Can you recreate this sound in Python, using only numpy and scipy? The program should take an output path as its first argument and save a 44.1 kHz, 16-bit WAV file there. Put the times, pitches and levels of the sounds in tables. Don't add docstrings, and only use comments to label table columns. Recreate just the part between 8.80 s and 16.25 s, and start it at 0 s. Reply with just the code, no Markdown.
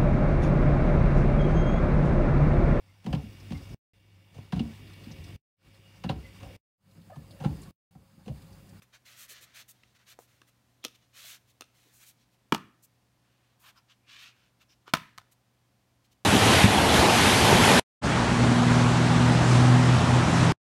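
import sys
import numpy as np
from scipy import signal
from scipy.fft import rfft, irfft, next_fast_len
from scipy.io import wavfile
from scipy.ndimage import map_coordinates

SR = 44100
rng = np.random.default_rng(int(sys.argv[2]) if len(sys.argv) > 2 else 0)


def generate_wav(signal):
    frames = np.transpose(np.atleast_2d(signal))
    scaled = np.clip(frames, -1, 1) * 32767
    pcm = np.round(scaled).astype(np.int16)
    wavfile.write(sys.argv[1], SR, pcm)


N = 328542

# (time [s], ring [dB], crack [dB], thud [dB], thud pitch [Hz])
LEFT_FLAP_HITS = [(3.7223, -18, -28.5, -17.5, 175), (3.7252, -23, -30, -14, 235),
                  (3.7405, -49, -39.5, -43.5, 300), (3.7447, -54.5, -41.5, -43, 300),
                  (3.747, -22, -27.5, -31, 200)]
RIGHT_FLAP_HITS = [(6.0788, -46, -55, -54, 380), (6.1367, -32.5, -26, -29.5, 220),
                   (6.1376, -16.5, -20.5, -23, 188.4), (6.1402, -21, -27, -35, 200),
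                   (6.1504, -37, -34.5, -43.5, 199), (6.3785, -70, -46, -62.5, 203),
                   (6.383, -43, -43, -55.5, 99)]
TRAY_HITS = [(0.021, -56, -70, -80, 303), (1.034, -63, -72, -80, 300), (1.617, -56.5, -59, -65, 300),
             (2.0411, -42, -40.5, -50.5, 293), (2.0478, -58, -47, -63, 272), (2.0492, -34.5, -29, -40, 275),
             (2.0545, -49, -53, -46.5, 510), (2.8088, -41.5, -40, -52, 290), (2.8115, -50, -57, -61, 474),
             (2.8205, -45.5, -53, -58, 289)]
TAP_HITS = [(1.3895, -63, -59.5, -46, 470)]
# (frequency [Hz], level [dB], t60 [s])
LEFT_MODES = [(610, -19, .02), (894, -3, .022), (1130, -4, .014), (1275, 0, .014), (1730, -10, .016),
              (2400, -6, .014), (2900, -5, .012), (3330, -9, .012)]
RIGHT_MODES = [(680, -6, .018), (1022, -1, .018), (1275, 2, .016), (1450, -4, .012), (1780, -3, .012),
               (2200, -7, .012), (2600, -9, .013), (2915, -8, .013), (3230, -10, .013), (3530, -8, .016)]
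TRAY_MODES = [(513, -8, 0.014), (1277, -5.5, 0.016), (1590, -11.5, 0.0059), (2630, -2, .014),
              (3050, 2, 0.0038), (3590, -6, 0.014), (4120, -17, 0.046), (4300, -19, 0.0077),
              (6200, -27, 0.015), (8660, -13, 0.016)]
TAP_MODES = [(680, 2, 0.016), (1080, -8, 0.021), (1210, -8, 0.014), (1740, -11, 0.025)]
# (frequency [Hz], level [dB])
CARD_CRACK = [(100, -8.5), (480, -9.5), (1000, 11.5), (1900, 6), (3200, 3.5), (4500, 4), (7000, -3),
              (10000, -8.5), (15500, -13)]
TRAY_CRACK = [(200, -16), (900, -10), (1300, -5.5), (3200, 3.5), (4800, 4.5), (6200, 8), (8000, -6.5),
              (10500, -4.5), (15500, -10)]
TAP_CRACK = [(200, -14), (1200, 11), (3000, -26), (5500, 5), (7000, 9), (10000, -1), (15000, -4.5)]
# (start [s], rise [s], glide [s], fall [s], rasp [dB], panel over rasp [dB], hiss over rasp [dB])
THUMB_STROKES = [ (0, .02, 3.3, .3, -84, -3, 0), (.016, .008, 0.0037, 0.029, -67, 3, 3),
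                 (.12, 0.025, 0.0046, .038, -57.5, 1.5, -10), (.245, 0.019, 0.037, .13, -57.5, -2.5, -4.5),
                 (.335, .075, 0.02, 0.055, -54, -3.5, 3), (.47, .036, .01, .045, -52, -7.5, 2),
                 (.515, 0.045, 0.022, 0.038, -55.5, -3.5, -9), (.595, .033, 0.0085, 0.029, -55.5, -5, 1),
                 (.63, .03, 0.064, .04, -67.5, 2.5, -13), (.728, 0.035, 0.043, 0.038, -52, -3, -4.5),
                 (.874, .018, 0.019, .02, -62.5, -5, 10), (.92, .03, 0.16, 0.036, -74, -4, -14),
                 (1.14, .018, 0.0044, 0.028, -65.5, -0.5, -8), (1.18, 0.017, 0.018, .04, -70, 3, -10),
                 (1.25, 0.045, 0.025, 0.034, -55.5, -4.5, -4), (1.388, 0.0061, 0.019, 0.078, -69.5, -3, 6),
                 (1.47, 0.012, .01, 0.22, -72.5, 0, -2), (1.66, .025, .004, 0.023, -70.5, 0, 3),
                 (2.14, 0.016, 0.0027, 0.01, -61.5, -6, -6), (2.2, 0.028, .01, .04, -71.5, -5, -18),
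                 (2.315, 0.078, .145, .055, -52.5, -4.5, -3), (2.42, 0.051, 0.032, .06, -52.5, -16, 0.5),
                 (2.65, 0.05, 0.006, 0.028, -70, -11, 0), (2.925, 0.038, .13, .1, -69.5, -3.5, -2),
                 (3.1, 0.055, 0.04, 0.055, -70, -5, 8), (3.18, 0.048, 0.0079, 0.034, -60.5, -1.5, 2),
                 (3.24, 0.033, .02, 0.041, -61.5, -10.5, 5.5), (3.34, 0.082, .005, 0.032, -71, -19, -10),
                 (3.5, 0.034, 0.0095, 0.027, -76, -8, -2), (4.015, 0.025, .008, 0.021, -72, -19, 15),
                 (6.505, 0.019, 0.0036, .018, -69.5, -8, 6), (7.235, 0.016, 0.0048, .025, -70, -15, -6),
                 (7.305, .018, .003, .02, -68, -17, -3), ]
CARPET_STROKES = [ (4.36, .12, 0.23, 0.088, -77, 0.5, -18), (4.785, 0.027, 0.017, .04, -71, -4, 5),
                  (4.82, 0.046, 0.019, 0.042, -55, -1.5, -9), (4.945, 0.025, 0.0044, 0.046, -66, -5, -9),
                  (5.073, 0.039, .003, 0.039, -59.5, -6.5, -23), (5.255, 0.062, .15, 0.072, -52, -7, -22.5),
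                  (5.38, 0.032, 0.011, 0.054, -53, -7.5, -14), (5.5, 0.048, .11, .06, -70.5, -1, -17),
                  (5.792, 0.028, 0.0042, 0.024, -61, -4, -13), (5.89, 0.011, 0.026, 0.035, -66, -16, -13),
                  (6.058, 0.025, .004, 0.034, -55, -2, -22), ]
# (frequency [Hz], level [dB])
CARD_RUB = [(240, -39), (400, -5), (676, -7), (777, -16.5), (1160, -5), (1840, -1.5), (2150, -1.5),
            (4240, -2), (4950, -6.5), (6150, -3), (9610, -8.5), (10500, -9), (11800, -8), (15000, -10),
            (16000, -10.5)]
CARPET_RUB = [(240, -55), (400, -27.5), (645, -9.5), (789, -12.5), (1090, -0.5), (1760, -0.5), (1990, -8),
              (2590, -2), (4580, -10.5), (6050, -14), (10200, -19.5), (15000, -16.5), (16000, -30)]
# (centre [s], half length [s], level [dB], resonance [Hz], width [Hz])
HANDLING_NOISES = [ (0.52, 0.0081, -63.5, 400, 250), (0.543, 0.066, -63, 1880, 600),
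                   (.619, .01, -66, 395, 250), (0.772, 0.0095, -56, 2410, 700),
                   (1.037, 0.0011, -50.5, 2340, 1220), (1.62, 0.0012, -52.5, 1380, 500),
                   (2.052, 0.0092, -42.5, 3360, 895), (2.448, 0.0027, -62.5, 595, 300),
                   (2.467, .054, -60.5, 3670, 1160), (3.071, .01, -67, 330, 250),
                   (4.865, 0.032, -63, 1030, 650), (4.978, 0.016, -64, 1220, 600),
                   (4.981, 0.011, -64.5, 5000, 990), (5.4, 0.087, -62.5, 2450, 600),
                   (5.916, 0.016, -65.5, 5460, 800), (6.084, 0.01, -50.5, 1280, 450), ]
# (delay [s], level [dB])
WALL_ECHOES = [(.0068, -21), (0.0125, -21.5), (0.0167, -23), (.032, -26.5)]
# (frequency [Hz], t60 [s])
ROOM_T60 = [(100, .42), (300, .38), (900, .37), (1400, .42), (1900, .46), (3000, .38), (7000, .36),
            (15000, .32)]
# (frequency [Hz], level [dB])
ROOM_COLOUR = [(50, 4), (100, 6), (200, 1.5), (330, -2), (480, -5), (750, -8), (1050, -4.5), (1800, 1.5),
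               (3000, -2), (7000, -4), (15000, 0)]
AIR_COLOUR = [(20, -28), (35, -11.5), (55, -1), (80, -2.5), (120, -4), (150, -6), (200, -4), (300, -8.5),
              (420, -14.5), (720, -13.5), (1260, -17.5), (5000, -23), (13000, -31.5), (16000, -34)]
# (frequency [Hz], level [dB])
HUM_PARTIALS = [(120.3, -73.5), (538, -89.5), (721, -90.5), (1023, -92.5)]
# (frequency [Hz], gain [dB])
MIC_RESPONSE = [(8500, -0.5), (9600, 2), (10400, -2.5), (11500, 1.5), (15000, 0)]

HIT_TIME = np.arange(4096) / SR


def flaps():
    left = contacts(LEFT_FLAP_HITS, LEFT_MODES, CARD_CRACK, crack_t60=.013, thud_cycles=5.8,
                    attack_s=.00076, ring_db=-2.5, crack_db=-2, thud_db=-3)
    right = contacts(RIGHT_FLAP_HITS, RIGHT_MODES, CARD_CRACK, crack_t60=.011, thud_cycles=6.1,
                     attack_s=.00017, ring_db=-.5, crack_db=-.85, thud_db=1.1)
    tap = contacts(TAP_HITS, TAP_MODES, TAP_CRACK, crack_t60=.03, thud_cycles=3.6,
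                   attack_s=.0005, ring_db=11, crack_db=2.5, thud_db=.5)
    return left + right + tap


def trays():
    ticks = contacts(TRAY_HITS, TRAY_MODES, TRAY_CRACK, crack_t60=.014, thud_cycles=6.5,
                     attack_s=.0001, ring_db=-1.8, crack_db=-3.5, thud_db=1)
    return highpass(ticks, order=3, hz=188)


def contacts(hits, modes, crack_colour, crack_t60, thud_cycles, attack_s, ring_db, crack_db, thud_db):
    track = np.zeros(N)
    for start, ring_level, crack_level, thud_level, thud_hz in hits:
        ring = np.zeros(len(HIT_TIME))
        for hz, db, t60 in modes:
            stray_db, detune, phase = rng.standard_normal(3)
            tone = np.sin(2 * np.pi * hz * (1 + .005 * detune) * HIT_TIME + np.pi * phase)
            ring += amp(db + stray_db) * fade(HIT_TIME, t60) * tone
        ring *= 1 - np.exp(-HIT_TIME / attack_s)
        crack = colour_causally(crackle(crack_t60), crack_colour)
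        cycles = thud_hz * HIT_TIME
        puff = np.sin(2 * np.pi * cycles) * (1 - np.exp(-4 * cycles)) * fade(cycles, thud_cycles)
        add(track, start, amp(ring_level + ring_db) * burst(ring))
        add(track, start, amp(crack_level + crack_db) * burst(crack))
        add(track, start, amp(thud_level + thud_db) * burst(np.gradient(puff)))
    return track


def crackle(t60):
    spray = rfft(rng.standard_normal(len(HIT_TIME)) * fade(HIT_TIME, t60))
    return irfft(spray / (np.abs(spray) + 1e-12)) * fade(HIT_TIME, 2 * t60)


def sliding(strokes, colour, rough_db, panel_top_hz, hiss_from_hz, band_db, speed_laws):
    t = np.arange(N) / SR
    powers = np.zeros((3, N))
    for start, rise, glide, fall, level_db, panel_db, hiss_db in strokes:
        speed = stroke_speed(t[:round((rise + glide + fall) * SR)], rise, glide, fall)
        for power, db, law in zip(powers, (panel_db, 0, hiss_db), speed_laws):
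            add(power, start, (amp(level_db + db) * speed ** law) ** 2)
    above = lambda hz, corner: 1 - 1 / (1 + (hz / corner) ** 8)
    shares = [lambda hz: above(hz, 630) - above(hz, panel_top_hz),
              lambda hz: above(hz, panel_top_hz) - above(hz, hiss_from_hz),
              lambda hz: above(hz, hiss_from_hz)]
    grip = amp(rough_db * wobble(420))
    track = np.zeros(N)
    for envelope, share, db in zip(np.sqrt(powers), shares, band_db):
        response = lambda hz: amp(along(colour, hz)) * np.sqrt(np.abs(share(hz)))
        slips = filtered(grip * rng.standard_normal(N), response)
        track += amp(db) * envelope * unit(slips)
    return track


def stroke_speed(t, rise, glide, fall):
    ramp = np.clip(np.minimum(t / rise, (rise + glide + fall - t) / fall), 0, 1)
    return np.sin(np.pi / 2 * ramp) ** 2


def hand_reflection(x, echo_db, delay_s, sway):
    delay = delay_s * np.exp(sway * wobble(3.4))
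    return x + amp(echo_db) * map_coordinates(x, [np.arange(N) - delay * SR])


def handling_noises():
    track = np.zeros(N)
    t = np.arange(-SR // 4, SR // 4) / SR
    for centre_s, half_length, db, peak_hz, width_hz in HANDLING_NOISES:
        resonance = lambda hz: (1j * hz * width_hz / (peak_hz ** 2 - hz ** 2 + 1j * hz * width_hz)) ** 2
        swell = np.exp(-.5 * (t / half_length) ** 2) * signal.windows.tukey(len(t))
        noise = unit(filtered(rng.standard_normal(len(t)), resonance))
        add(track, centre_s + t[0], amp(db) * swell * noise)
    return track


def scattered_knocks(wet_db, walls_db, build_s, directions):
    paths = (room(flaps() + trays(), wet_db, walls_db, build_s) for _ in range(directions))
    return sum(paths) / np.sqrt(directions)


def room(x, wet_db, walls_db, build_s):
    hz, t, noise = signal.stft(rng.standard_normal(SR * 2 // 3), SR, nperseg=256)
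    tail = signal.istft(noise * fade(t, along(ROOM_T60, hz)[:, None]), SR, nperseg=256)[1]
    tail *= 1 - np.exp(-(np.arange(len(tail)) / SR / build_s) ** 2)
    response = amp(wet_db) * colour_causally(tail / np.linalg.norm(tail), ROOM_COLOUR)
    for delay, db in WALL_ECHOES:
        scatter = rng.standard_normal(len(HIT_TIME)) * fade(HIT_TIME, t60=.012)
        add(response, delay, amp(db + walls_db) * scatter / np.linalg.norm(scatter))
    return signal.fftconvolve(x, response)[:N]


def room_tone(air_db):
    air = unit(filtered(rng.standard_normal(N), lambda hz: amp(along(AIR_COLOUR, hz))))
    lowest_hz = HUM_PARTIALS[0][0]
    t = np.arange(N) / SR
    drift = .12 * wobble(2)
    hum = np.zeros(N)
    for hz, db in HUM_PARTIALS:
        phase = drift if hz == lowest_hz else 2 * np.pi * drift * hz / lowest_hz
        hum += amp(db) * np.sqrt(2) * np.sin(2 * np.pi * hz * t + phase)
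    return amp(air_db) * air + hum


def amp(db):
    return 10 ** (np.asarray(db) / 20)


def unit(x):
    return x / np.sqrt(np.mean(x ** 2) + 1e-20)


def burst(x):
    return x * np.sqrt(.005 * SR / (np.sum(x ** 2) + 1e-20))


def along(points, hz):
    frequencies, values = np.transpose(points)
    return np.interp(np.log(hz + 1), np.log(frequencies + 1), values)


def filtered(x, response):
    size = next_fast_len(len(x) + 8192)
    return irfft(rfft(x, size) * response(np.fft.rfftfreq(size, 1 / SR)), size)[:len(x)]


def highpass(x, order, hz):
    return signal.sosfilt(signal.butter(order, hz, "highpass", fs=SR, output="sos"), x)


def colour_causally(x, colour):
    half = len(x) // 2
    gain = amp(along(colour, np.fft.rfftfreq(len(x), 1 / SR)))
    cepstrum = irfft(np.log(gain))
    cepstrum[1:half] *= 2
    cepstrum[half + 1:] = 0
    return irfft(rfft(x) * np.exp(rfft(cepstrum)))


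def fade(t, t60):
    return np.exp(-np.log(1000) * t / t60)


def wobble(rate):
    knots = rng.standard_normal(int(N * rate / SR) + 4)
    return map_coordinates(knots, [np.arange(N) * rate / SR], order=1)


def add(track, start, sound):
    part = track[round(start * SR):][:len(sound)]
    part += sound[:len(part)]


def scene():
    knocks = flaps() + trays()
    knocks += scattered_knocks(wet_db=-16.5, walls_db=4, build_s=.0065, directions=4)
    thumb = sliding(THUMB_STROKES, CARD_RUB, rough_db=.9, panel_top_hz=2340, hiss_from_hz=6260,
                    band_db=(-3, -1.56, -1), speed_laws=(.8, .92, 1.34))
    drag = sliding(CARPET_STROKES, CARPET_RUB, rough_db=1.7, panel_top_hz=2234, hiss_from_hz=7000,
                   band_db=(-5, -2, -.7), speed_laws=(.8, .9, 1.1))
    handling = hand_reflection(thumb + drag, echo_db=-13.5, delay_s=.0014, sway=.25) + handling_noises()
    handling += room(handling, wet_db=-18, walls_db=-2.5, build_s=.0079)
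    return (knocks + handling + room_tone(air_db=-71))[None]


def record(dry):
    top_hz, edge_hz = 16000, 400
    response = lambda hz: amp(along(MIC_RESPONSE, hz)) * np.clip((top_hz - hz) / edge_hz + .5, 0, 1)
    return np.array([filtered(channel, response) for channel in highpass(dry, order=2, hz=55)])


dry = scene()
out = record(dry)
generate_wav(out)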